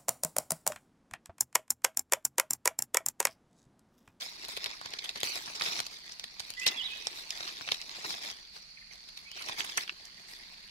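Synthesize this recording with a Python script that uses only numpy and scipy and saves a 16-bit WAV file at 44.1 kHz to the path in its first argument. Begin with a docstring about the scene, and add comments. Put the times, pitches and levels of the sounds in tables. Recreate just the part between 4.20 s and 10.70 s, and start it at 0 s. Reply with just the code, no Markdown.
"""On a forest floor, microphones close to the ground: hands pick mushrooms from dry leaf litter, a knife scrapes stems.
Leaves and grit crackle as bands of noise struck by countless random grains, over soft rubbing.
Leaf ribs and twigs snap as short runs of fractures; twice a flicked leaf rings with damped sine modes.
A bird whistles one phrase on the right and others call farther off, all gliding sines with scattered echoes.
Filtered noise makes the hiss of insects in the trees and the far sounds of the wood."""
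import sys
import numpy as np
from scipy import signal
from scipy.io import wavfile

SR = 44100
rng = np.random.default_rng(int(sys.argv[2]) if len(sys.argv) > 2 else 0)


def int16_out(signal):
    """Quantize to a 16-bit WAV file."""
    q = np.round(np.clip(np.atleast_2d(signal).T, -1, 1) * 32767)
    wavfile.write(sys.argv[1], SR, q.astype(np.int16))


N = 286650
TIME = np.arange(N) / SR


def from_db(db):
    """Decibels to gain."""
    return 10 ** (np.asarray(db) / 20)


def rms_one(x):
    """Scale to an rms of 1."""
    return x / np.sqrt(np.mean(x ** 2) + 1e-20)


def at_hz(points, hz):
    """Read a table on a log-frequency axis."""
    freq, value = np.transpose(points)
    return np.interp(np.log(hz), np.log(freq), value)


def band(x, low_hz, high_hz, order=2):
    """Causal band-pass."""
    edges = [low_hz, min(high_hz, .45 * SR)]
    return signal.sosfilt(signal.butter(order, edges, "band", fs=SR, output="sos"), x + 1e-18)


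def ring(x, hz, width_hz):
    """One resonance, gain 1 on top."""
    r = np.exp(-np.pi * width_hz / SR)
    feedback = [1, -2 * r * np.cos(2 * np.pi * hz / SR), r * r]
    return signal.lfilter((1 - r * r) / 2 * np.array([1, 0, -1]), feedback, x + 1e-18)


def drift(rate):
    """Straight lines between random values of spread 1, that many values a second."""
    return np.interp(TIME * rate, np.arange(4096), rng.standard_normal(4096))


def pair(size, likeness):
    """Left and right white noise with a given likeness (correlation)."""
    mid, side = rng.standard_normal((2, size))
    likeness = np.clip(likeness, -1, 1)
    return (np.sqrt(1 + likeness) * mid + np.sqrt(1 - likeness) * side * [[1], [-1]]) / np.sqrt(2)


def pan(balance_db):
    """Left and right gains at constant power; a positive balance is louder on the left."""
    return rms_one(from_db([[balance_db / 2], [-balance_db / 2]]))


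def scatter(x, t60, gap_s):
    """Dense reflections swell in and die, unrelated in the two channels, at the power of the source."""
    t = TIME[:SR]
    tail = rng.standard_normal((2, SR)) * from_db(-60 * t / t60) * (1 - np.exp(-t / gap_s))
    return signal.fftconvolve(x, rms_one(tail) / np.sqrt(SR), axes=1)[:, :N]


def lag_right(x, lag_s):
    """Sound from the hands reaches the left microphone first."""
    return np.stack([x[0], np.interp(TIME - lag_s, TIME, x[1])])


# colour of the far wood, relative: (frequency [Hz], density [dB per Hz])
FOREST_COLOUR = [(28, 10), (55, 4), (105, -6), (180, 4), (300, -13.5), (520, -14), (1300, -10), (2100, -2),
                 (3100, -6), (3700, -2), (5600, -6), (6800, -16), (8000, -20.5), (12000, -16), (15500, -45)]
# how alike the far wood is at both microphones: (frequency [Hz], left-right correlation)
FOREST_LIKENESS = [(50, 0.14), (130, 0.5), (600, 0.44), (1400, 0.0035), (3000, -0.16)]
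FOREST_DB = -59


def forest(low_pan_db=0.0, high_pan_db=-5.0):
    """Low rumble of air and a wash of distant calls: bands of noise, each wavering by itself."""
    edges, out = np.geomspace(20, 16000, 23), 0
    patchy_db = 1.3
    balance = [(400, low_pan_db), (2400, high_pan_db), (5000, high_pan_db), (10000, low_pan_db)]
    for lo, hi in zip(edges, edges[1:]):
        hz = np.sqrt(lo * hi)
        waver_db = patchy_db * drift(4.0)
        gain = from_db(at_hz(FOREST_COLOUR, hz) + waver_db) * pan(at_hz(balance, hz))
        out = out + gain * band(pair(N, at_hz(FOREST_LIKENESS, hz)), lo, hi, order=3)
    return from_db(FOREST_DB) * rms_one(out)


INSECT_DB, INSECT_HZ, INSECT_WIDTH_HZ = -54, 4487, 740


def insects(side_db=-2.5, shimmer_db=1.0, shimmer_per_s=90):
    """Many far insects blend into one narrow, shimmering hiss of band-passed noise."""
    half_hz = INSECT_WIDTH_HZ / 2
    hiss = band(pair(N, 0), INSECT_HZ - half_hz, INSECT_HZ + half_hz, order=3)
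    return from_db(INSECT_DB + shimmer_db * drift(shimmer_per_s)) * rms_one(hiss) * pan(side_db)


# soft body and fine fizz relative to the crackle, before hardness [dB]
BODY_DB, FIZZ_DB = -8.5, -17.5


def zone_gains(level_db, hard_db):
    """Gains of crackle, soft body and fizz for one contact; a harder one has less body and more fizz."""
    return from_db(level_db) * from_db([[0], [BODY_DB - hard_db / 2], [FIZZ_DB + hard_db]])


# the hands never rest entirely: (time [s], crackle level [dB])
FIDGET = [(0, -50), (1.6, -60.5), (2.1, -54.5), (2.8, -48.5), (3.6, -46), (4.15, -71), (4.28, -84),
          (4.65, -69), (4.8, -61), (5.8, -56), (6.2, -53.5), (6.5, -54)]
# fingertips only graze the litter, so their fidgeting is harder by this much [dB]
FIDGET_HARDNESS_DB = 4
# sweeps of hand and blade through the litter:
# (start [s], length [s], crackle level [dB], hardness [dB], release to 1/e [s])
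SWEEPS = [(0.005, 0.027, -40.5, 8, 0.044), (0.208, 0.049, -46, 4, 0.032), (0.286, 0.038, -43, 8, 0.072),
          (0.409, 0.13, -45, 0, 0.03), (0.62, 0.14, -50, -2.5, .03), (0.808, 0.095, -45, 3.5, 0.032),
          (0.953, 0.032, -44.5, 0, .025), (1.035, 0.018, -34, 9, .075), (1.12, 0.055, -39.5, 4, 0.042),
          (1.258, 0.17, -47, -4, 0.043), (1.408, 0.099, -37.5, 6, 0.043), (1.512, 0.074, -40, 3, .045),
          (2.396, 0.12, -45, 7, .04), (2.47, 0.013, -37, -4, 0.048), (2.52, 0.22, -49, 3, 0.065),
          (2.76, 0.15, -49, 5, .05), (2.94, 0.055, -45, 9.5, 0.027), (3.108, 0.096, -44.5, 4, 0.032),
          (3.23, 0.057, -42, 2, 0.05), (3.48, 0.065, -45.5, 2, .04), (3.707, 0.26, -43, 2.5, 0.054),
          (3.842, 0.088, -42.5, 8.5, 0.031), (4.015, 0.077, -41, 3.5, 0.043), (5.154, 0.12, -43, 2.5, .05),
          (5.276, 0.058, -42, 0.5, 0.044), (5.382, 0.025, -33, 5.5, 0.018), (5.44, 0.11, -43.5, 6, 0.053),
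          (5.571, 0.056, -40, 7, .016), (6.085, 0.022, -47.5, 12, 0.042)]
# light scrapes of the blade along a stem: (start [s], length [s], crackle level [dB])
SCRAPES = [(1.704, 0.056, -49), (1.837, 0.092, -51), (2.198, 0.11, -52.5), (4.334, 0.034, -50.5),
           (4.714, 0.0085, -50), (4.834, 0.04, -63), (4.961, 0.055, -55), (5.852, 0.0087, -61)]
SCRAPE_HARDNESS_DB, SCRAPE_RELEASE_S = 6, 0.054
# the swell is centred on the start; disturbed leaves settle from a lower level, in a multiple of the release
ATTACK_S, SETTLE_DB, SETTLE_RELEASES = 0.029, -5.5, 2.7


def handling():
    """Strokes swell, hold, let go and settle; their gains add in power over the fidgeting of the hands."""
    power = zone_gains(np.interp(TIME, *np.transpose(FIDGET)), FIDGET_HARDNESS_DB) ** 2
    scrapes = [(*row, SCRAPE_HARDNESS_DB, SCRAPE_RELEASE_S) for row in SCRAPES]
    for start, length, level_db, hard_db, release in SWEEPS + scrapes:
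        swell = np.clip((TIME - start) / ATTACK_S + .5, 0, 1)
        after = np.maximum(TIME - start - length, 0)
        let_go = np.exp(-after / release)
        settle = from_db(SETTLE_DB) * np.exp(-after / (SETTLE_RELEASES * release))
        power += (zone_gains(level_db, hard_db) * swell * np.maximum(let_go, settle)) ** 2
    return np.sqrt(power)


# sound from the back of a leaf comes round its edge late and inverted:
# delay [s], swing of the delay (share), mean strength (share), random turns of the leaf [per s]
BACK_S, BACK_SWING, BACK_SHARE, TURNS_PER_S = .00066, .1, .42, 14


def both_faces(x):
    """Front and back of a leaf interfere; the hollows in its sound shift as the leaf turns."""
    late = TIME - BACK_S * (1 + BACK_SWING * drift(TURNS_PER_S))
    share = np.clip(BACK_SHARE * (1 + .5 * drift(TURNS_PER_S)), 0, 1)
    return x - share * np.stack([np.interp(late, TIME, channel) for channel in x])


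# leaf or grit in the hands; broad leaves are darker and ring lower:
# (time [s], tilt of the crackle [dB per octave], resonance [Hz])
HANDLED = [(0, 0, 4370), (1.05, -4, 3440), (1.25, 0, 4080), (1.46, 2, 3560), (1.56, 0.5, 4000),
           (2.0, -1.5, 4260), (2.8, -3.5, 3260), (3.0, -2.5, 4050), (3.25, -1, 3600), (3.75, -2, 4000),
           (3.9, 2.5, 3800), (4.05, -2, 3100), (4.9, 2, 4000), (5.25, -4.5, 3330), (5.48, 1.5, 2450),
           (5.63, -4, 2880), (6.1, -5, 4200)]
# height [dB] and width [octaves] of that resonance
LEAF_PEAK_DB, LEAF_PEAK_OCTAVES = 1.5, 0.51
# colour of the litter, relative within each zone: (frequency [Hz], density [dB per Hz])
LITTER_COLOUR = [(90, -24), (190, -9.5), (380, -2.5), (520, -9), (750, -2), (1150, -1.5), (1480, -3.5),
                 (2100, -1), (2500, -1), (2950, -1.5), (3800, 2), (5500, 2.5), (6400, -4.5), (7500, -16.5),
                 (11000, -19.5), (15000, -25)]
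# balance of the rustle: (frequency [Hz], left-right level [dB])
LITTER_PAN = [(200, 5), (400, 2.5), (800, -0.5), (2400, 0), (4400, -3), (8000, -1), (14000, 0.5)]
# the bass of the rustle is most alike at both microphones: (frequency [Hz], left-right correlation)
LITTER_LIKENESS = [(500, 0.71), (1150, 0.3), (3300, 0.18), (10000, 0.11)]
# fractures at rms handling [per s], spread of their sizes [dB], rubbing against grains of rms 1,
# change of colour from leaf to leaf [dB]
GRAINS_PER_S, GRAIN_SIZE_DB, RUB, PATCHY_DB = 1700, 2.7, .55, 3.8


def rustle(crackle, body, fizz, clump_db=1.0, clumps_per_s=150, patches_per_s=80):
    """Tiny fractures clump over a smooth rubbing; firmer handling breaks more, and colour shifts by leaf."""
    s, tilts, resonances = np.transpose(HANDLED)
    tilt, leaf_hz = np.interp(TIME, s, tilts), np.interp(TIME, s, resonances)
    density = GRAINS_PER_S * np.sqrt(rms_one(crackle))
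    born = rng.random(N) < density / SR
    sizes = from_db(GRAIN_SIZE_DB * np.minimum(rng.exponential(1, N), 4))
    fractures = rms_one(born * sizes / np.sqrt(density))
    grains = (fractures + RUB) * from_db(clump_db * drift(clumps_per_s))
    out = np.zeros((2, N))
    # (low [Hz], high [Hz], bands, gain, tilt [dB per octave], heard from both faces of the leaf)
    zones = [(80, 1600, 9, body, 0, False),
             (1600, 7000, 12, crackle, tilt, True),
             (7000, 15700, 6, fizz, 0, True)]
    for low, high, count, gain, slope, two_faced in zones:
        edges, centre = np.geomspace(low, high, count + 1), np.sqrt(low * high)
        # neighbouring bands are struck unalike
        strikes = [grains * pair(N, at_hz(LITTER_LIKENESS, centre)) for _ in range(2)]
        zone = 0
        for k, (lo, hi) in enumerate(zip(edges, edges[1:])):
            hz = np.sqrt(lo * hi)
            colour_db = at_hz(LITTER_COLOUR, hz) + slope * np.log2(hz / centre)
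            colour_db = colour_db + PATCHY_DB * drift(patches_per_s)
            colour_db += LEAF_PEAK_DB * np.exp(-(np.log2(hz / leaf_hz) / LEAF_PEAK_OCTAVES) ** 2)
            struck = band(strikes[k % 2], lo, hi)
            zone = zone + struck * from_db(colour_db) * pan(at_hz(LITTER_PAN, hz))
        out += gain * rms_one(both_faces(zone) if two_faced else zone)
    return out


# loud snaps of leaf ribs and twigs, and at 2.884 s a faint echo of the snap just before it; # the level is the
# rms over 10 ms from which each part is set: # (time [s], level [dB], resonance [Hz], decay to 1/e [s], body
# [dB re level], fizz [dB re level], # left-right level [dB])
SNAPS = [(.0099, -38, 4840, 0.0019, -34, -22, -0.5), (.2494, -38.5, 4700, 0.0013, -18, -13, -0.5),
         (.284, -44, 4200, 0.00091, -8, -2, 0.5), (.2895, -37, 4200, 0.0035, -8, -14, -3),
         (.3675, -33, 3500, 0.0017, -19, -17, 0.5), (.374, -32.5, 3630, 0.0021, -8.5, -12, -2),
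         (.4429, -29, 4040, 0.0007, -26, -16, 2.5), (.4601, -30.5, 3700, 0.00046, -14, -20, -1.5),
         (.463, -35.5, 3500, 0.0028, -7, -14, -0.5), (.614, -44.5, 4130, 0.00089, 1.5, -10, -3),
         (.6595, -35.5, 4640, 0.0021, -7.5, -20, -3.5), (.706, -48, 5470, 0.00064, -10, -10, -2),
         (.7371, -32.5, 4150, 0.0018, -11, -19, -2), (.79, -30.5, 3980, 0.0019, -24, -31, -4),
         (.846, -34, 3340, 0.0058, -15.5, -9, -5), (.858, -38, 3320, 0.0022, -22, -19, 3),
         (.8927, -28.5, 3950, .0012, -29, -25, -2.5), (.959, -35.5, 4250, .003, -6.5, -19, -1),
         (.975, -39.5, 4070, 0.0021, -31, -13, -0.5), (1.0045, -36.5, 3660, 0.0013, -27, -7, -1),
         (1.013, -35, 3730, 0.0019, -20, -24, -2), (1.0325, -26.5, 3300, 0.00044, -7, -8, -0.5),
         (1.0415, -35, 4500, .0015, -26, -10, -0.5), (1.051, -41, 3700, 0.0012, -26, -13, 2),
         (1.055, -47, 3900, .0006, -22, -5, -1), (1.0655, -44, 3560, 0.0027, -24, -20, -9),
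         (1.128, -39, 3900, 0.0015, -17, -20, -3), (1.1567, -34, 4830, 0.0019, -14, -8.5, 0),
         (1.166, -45, 3600, 0.0011, -5, -11, -3), (1.26, -37, 4930, 0.0036, -18, -20, -1),
         (1.279, -44.5, 3930, .0025, 1, -20, -0.5), (1.399, -35, 4460, 0.0026, -24, -18, -4.5),
         (1.356, -32.5, 5140, 0.014, -16, -19, -1), (1.4112, -29, 2500, 0.0012, -9.5, -16, -3.5),
         (1.4211, -26.5, 4100, 0.0015, -11.5, -20, -4.5), (1.438, -39, 4200, .001, -27, -16, -5.5),
         (1.4425, -37, 3500, 0.0017, -18, -20, -1.5), (1.459, -34, 2600, 0.0015, -23, -20, 0),
         (1.463, -30.5, 3670, 0.0018, -17, -21, -2), (1.4765, -38.5, 3700, .0016, -12, -27, -5.5),
         (1.4735, -33.5, 2400, 0.0051, -23, -14, -4.5), (1.487, -32, 3740, .0022, -15, -26, -2),
         (1.5215, -40, 5260, 0.0014, -6, -22, -4), (1.557, -32, 4150, .003, -18, -27, -0.5),
         (1.566, -36, 4400, 0.0012, -17, -26, -2.5), (1.574, -37, 5200, 0.00082, -13, -22, -1.5),
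         (1.592, -32.5, 4000, 0.00061, -8, -16, 2.5), (1.6026, -26.5, 4130, 0.0011, -9.5, -13, -1),
         (1.6665, -34, 4600, .0016, -14.5, -13.5, -1), (1.9214, -39.5, 5500, 0.0018, -22, -29, 0),
         (1.997, -34.5, 4170, 0.00062, -23, -17.5, -4.5), (2.0415, -34, 3800, 0.002, -15, -18, -1),
         (2.197, -33, 4100, 0.00089, -35, -15, -5.5), (2.2025, -33, 4500, 0.002, -12, -14, -3.5),
         (2.3038, -35, 4340, 0.00087, -17, -9, 1), (2.3383, -42, 4630, 0.00064, -41, -14, -3),
         (2.3987, -35, 5800, .0033, -39, -22, -1.5), (2.4665, -17.5, 3770, 0.002, -17, -14.5, -1.5),
         (2.4705, -27.5, 3870, 0.0083, -13, -30, -2), (2.4775, -19.5, 5440, 0.0056, -23, -30, -1.5),
         (2.486, -23.5, 3900, 0.0031, -26, -27, 1), (2.8703, -25, 5170, 0.00051, -16, -39, -4.5),
         (2.884, -55, 5540, .0012, -12, -10, 3), (2.945, -52, 4760, 0.0012, -26, -13, -5),
         (2.987, -43.5, 4600, 0.0019, -23, -16, -4), (3.106, -28, 5020, 0.00077, -44, -20, -2.5),
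         (3.2066, -34, 3800, 0.0015, -10.5, -34, -4), (3.2325, -37, 3870, 0.0011, -15, -22, -3),
         (3.278, -34, 4240, 0.0031, -22, -27, -2.5), (3.2915, -38, 3520, 0.0014, -12, -30, -1.5),
         (3.37, -43, 4200, .001, -20, -28, -1.5), (3.411, -43.5, 2770, 0.0012, 1, -31, 0.5),
         (3.4779, -35.5, 3720, 0.0027, -8.5, -38, -3.5), (3.4888, -30.5, 3160, 0.00096, -12, -30, -5),
         (3.5193, -20, 3750, 0.0017, -16, -21, -2.5), (3.545, -32.5, 3760, 0.0015, -23, -15, 1.5),
         (3.6159, -35, 5000, 0.0011, -28, -23, -6), (3.6944, -37, 4080, 0.001, -21, -30, -3),
         (3.849, -46.5, 3930, 0.0049, 8, -9, -3.5), (3.9058, -32.5, 4200, 0.0013, -10, -16, -1),
         (3.9105, -40, 4160, .0008, -16, -18, -1), (3.942, -37, 3550, 0.0024, -10, -26, 0),
         (4.049, -42.5, 4100, 0.0014, -11, -7, -4.5), (4.109, -52, 3600, .0008, -3, -19, -4),
         (4.1136, -41, 5440, 0.00077, -12, -16, 0), (4.365, -43, 4470, 0.0029, -7, -39, 3),
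         (4.8891, -42.5, 3900, 0.003, -18, -20, 2), (4.9756, -39, 3800, 0.0026, -23, -15, -2),
         (5.1159, -40.5, 4360, 0.00058, -16, -15, -1.5), (5.2235, -36.5, 4040, 0.0021, -22, -11.5, -5),
         (5.286, -39.5, 3970, .005, -16, -13, -5), (5.2969, -39, 3680, 0.0023, 0, -12, -3),
         (5.406, -27, 3380, 0.0016, -22.5, -34, -8), (5.415, -36, 2820, 0.0041, -15, -23, -2.5),
         (5.4472, -36, 2600, 0.0034, -12, -7, -4.5), (5.493, -41, 2680, 0.0016, -9, -13, -3),
         (5.575, -24.5, 5930, 0.0017, -14, -13.5, -2), (5.5793, -24.5, 2150, 0.0028, -15.5, -17, -2),
         (5.61, -37, 3780, 0.0014, -23, -23, 0.5), (5.635, -42, 3970, 0.0022, -26, -21, -1.5),
         (5.6774, -39, 3300, 0.0005, -31, -31, -2.5), (5.6795, -42.5, 2340, 0.0008, -30, -33, -9),
         (5.6948, -29, 2800, 0.00061, -16, -44, -2.5), (5.854, -42.5, 5450, 0.0017, -20, -14, -2.5)]
# the crack spreads below and above the resonance of the broken piece (frequency ratios)
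CRACK_BELOW, CRACK_ABOVE = 0.52, 1.415
# bands of a snap's body and fizz: (low [Hz], high [Hz])
BODY_HZ, FIZZ_HZ = (362, 1580), (5600, 12950)
# the soft ground takes the push of each snap: band (low [Hz], high [Hz]), level [dB re body]
THUD_HZ, THUD_DB = (84, 327), -13
# the farther right a snap lies, the sooner it reaches the right microphone;
# at the middle balance it has no lag within the snap layer
SNAP_LAG_S_PER_DB, SNAP_MIDDLE_DB = .00006, -3


def snaps(rows, likeness=0.43, crack_db=-7.5, ring_db=-10.0, ring_width_hz=430, body_pan_db=4.0,
          fizz_pan_db=-1.0, ragged_db=4.0, body_likeness=0.94, break_db=9.5):
    """A run of fractures swells to one clean break and dies away; the broken piece rings briefly."""
    size, lead = 2048, 256
    t, out = TIME[:size] - lead / SR, np.zeros((2, N + 2 * size))
    ten_ms = SR / 100
    clean_break = from_db(break_db) * signal.unit_impulse(size, lead)
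    for s, level_db, hz, decay, body_rel, fizz_rel, side_db in rows:
        swell = np.exp(-np.abs(t) / decay)
        fractures = swell * from_db(ragged_db * rng.standard_normal(size))
        run = clean_break + fractures * pair(size, likeness)
        push = clean_break + fractures * pair(size, body_likeness)
        lag = round(SR * SNAP_LAG_S_PER_DB * (side_db - SNAP_MIDDLE_DB))
        run[1], push[1] = np.roll(run[1], lag), np.roll(push[1], lag)
        crack = band(run, CRACK_BELOW * hz, CRACK_ABOVE * hz, order=3)
        fine = band(fractures * pair(size, likeness), *FIZZ_HZ, order=3)
        # (sound, level [dB], shift of the balance [dB])
        parts = [(crack, crack_db, 0),
                 (ring(crack, hz, ring_width_hz), ring_db, 0),
                 (band(push, *BODY_HZ), body_rel, body_pan_db),
                 (band(push, *THUD_HZ), body_rel + THUD_DB, body_pan_db),
                 (fine, fizz_rel, fizz_pan_db)]
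        start = round(s * SR)
        for part, part_db, shift_db in parts:
            even = part * np.sqrt(ten_ms / np.sum(part ** 2, axis=1, keepdims=True))
            out[:, start:start + size] += even * from_db(level_db + part_db) * pan(side_db + shift_db)
    return out[:, lead:lead + N]


# random ticks of grit: rate [per s], level [dB re crackle], spread [dB]
TICKS_PER_S, TICK_DB, TICK_SPREAD_DB = 16, -4.5, 2.2
# middle resonance, and the remaining columns of a snap
TICK_HZ, TICK_DECAY_S, TICK_BODY_DB, TICK_FIZZ_DB, TICK_PAN_DB = 4200, 0.00093, -24, -28, 0.5


def grit_ticks(crackle):
    """Crumbs of grit give small snaps at random, their level following the handling of the moment."""
    slot_s = .02
    slots = np.arange(0, N / SR, slot_s)
    chance, late = rng.random((2, len(slots)))
    size, pitch = rng.standard_normal((2, len(slots)))
    s = slots + late * slot_s
    level_db = 20 * np.log10(np.interp(s, TIME, crackle)) + TICK_DB + TICK_SPREAD_DB * size
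    hz = TICK_HZ * 2 ** (.2 * pitch)
    shape = (TICK_DECAY_S, TICK_BODY_DB, TICK_FIZZ_DB, TICK_PAN_DB)
    return [(s[k], level_db[k], hz[k], *shape) for k in np.flatnonzero(chance < TICKS_PER_S * slot_s)]


def whistle(notes, waver, flutter_db):
    """Nearly pure gliding notes with an unsteady pitch and strength."""
    voice = np.zeros(N)
    unsteady, flutter = 1 + waver * drift(500), from_db(flutter_db * drift(260))
    for note in notes:
        s, hz, level = np.transpose(note)
        span = slice(round(s[0] * SR), round(s[-1] * SR))
        phase = 2 * np.pi * np.cumsum(np.interp(TIME[span], s, hz) * unsteady[span]) / SR
        soft_ends = signal.windows.tukey(len(phase), .1)
        strength = from_db(np.interp(TIME[span], s, level))
        voice[span] += np.sqrt(2) * np.sin(phase) * soft_ends * strength
    return np.stack([voice * flutter] * 2)


# pitch halfway [Hz], fall [Hz per s], half the length [s], level towards the ends [dB re halfway]
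CHIP_HZ, CHIP_FALL_HZ_PER_S, CHIP_HALF_S, CHIP_EDGE_DB = 1973, 29000, 0.0062, 9


def chip(s, level_db):
    """One short note falls in pitch while its level dips halfway."""
    fall_hz, edge_db = CHIP_FALL_HZ_PER_S * CHIP_HALF_S, level_db + CHIP_EDGE_DB
    return [(s - CHIP_HALF_S, CHIP_HZ + fall_hz, edge_db),
            (s, CHIP_HZ, level_db),
            (s + CHIP_HALF_S, CHIP_HZ - fall_hz, edge_db)]


# the near bird's phrase, one list a note: (time [s], pitch [Hz], level [dB])
SONG = [
    [(2.364, 1867, -57), (2.378, 1995, -44), (2.41, 2020, -42.5), (2.455, 2030, -42), (2.48, 2030, -43)],
    [(2.402, 2420, -61), (2.418, 2560, -45.5), (2.445, 2760, -39), (2.468, 2810, -48)],
    [(2.558, 3494, -51), (2.568, 3392, -40.5), (2.588, 3347, -34), (2.6, 3123, -39), (2.61, 2904, -39.5),
     (2.622, 2966, -41), (2.635, 3550, -39), (2.65, 3950, -41), (2.662, 3820, -35), (2.676, 3420, -43.5),
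     (2.694, 3350, -50)],
    [(2.685, 2480, -57), (2.712, 2520, -45.5), (2.738, 2550, -51), (2.746, 2600, -59)],
]
# falling chips of a far bird: (time halfway [s], level halfway [dB])
CHIPS = [(4.576, -61), (4.618, -60), (4.716, -57.5), (5.98, -60)]
# a far upward slur: (time [s], pitch [Hz], level [dB])
FAR_SLUR = [(5.045, 2150, -58), (5.07, 2280, -55), (5.095, 2600, -55), (5.115, 3080, -52),
            (5.145, 2980, -53), (5.18, 3000, -54), (5.2, 2950, -59)]
# the wood holds each call briefly: level [dB], decay [s]
WOOD_DB, WOOD_T60_S = -3.5, .55


def birds(side_db=-14.0, trunks_db=-3.0, far_side_db=-5.0):
    """Only the near bird is heard directly; near and far calls scatter off the trunks and linger in the wood."""
    near = whistle(SONG, waver=0.012, flutter_db=1.8)
    far = whistle([FAR_SLUR] + [chip(*row) for row in CHIPS], waver=0.06, flutter_db=3)
    trunks = scatter(from_db(trunks_db) * near + far, t60=0.05, gap_s=0.00042)
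    wood = from_db(WOOD_DB) * scatter(near + far, WOOD_T60_S, gap_s=0.098)
    return near * pan(side_db) + (trunks + wood) * pan(far_side_db)


# a broad dry leaf is flicked: (time [s], level [dB])
LEAF_FLICKS = [(5.406, -43), (5.578, -34)]
# modes of the ringing leaf: (frequency [Hz], level [dB re flick], t60 [s])
LEAF_MODES = [(1760, 8, 0.054), (2070, -4, 0.047), (2250, -24, 0.11)]
# the flicked leaf lies to the right: left-right level [dB]
LEAF_PAN_DB = -7.5


def flicked_leaf():
    """A stiff, curled leaf springs back and rings with a hollow note: a sum of damped sine modes."""
    out = np.zeros(N)
    for s, flick_db in LEAF_FLICKS:
        age = TIME[:N - round(s * SR)]
        for hz, mode_db, t60 in LEAF_MODES:
            decay_db = -60 * np.minimum(age / t60, 2)
            out[N - len(age):] += from_db(flick_db + mode_db + decay_db) * np.sin(2 * np.pi * hz * age)
    return out * pan(LEAF_PAN_DB)


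def scene(ground_db=-10.0, ground_t60=0.054):
    """The handling is near the microphones; ground and hands throw the snaps back briefly; the wood is around."""
    wood = birds() + insects() + forest()
    crackle, body, fizz = handling()
    leaves = rustle(crackle, body, fizz) + flicked_leaf()
    cracks = snaps(SNAPS + grit_ticks(crackle))
    thrown_back = from_db(ground_db) * scatter(cracks, ground_t60, gap_s=0.0013)
    return lag_right(leaves + cracks + thrown_back, lag_s=0.0003077) + wood


CUTOFF_HZ = 15700


def record(dry):
    """A steep low-pass cuts the top."""
    return signal.sosfilt(signal.ellip(10, .2, 80, CUTOFF_HZ, fs=SR, output="sos"), dry)


dry = scene()
out = record(dry)
int16_out(out)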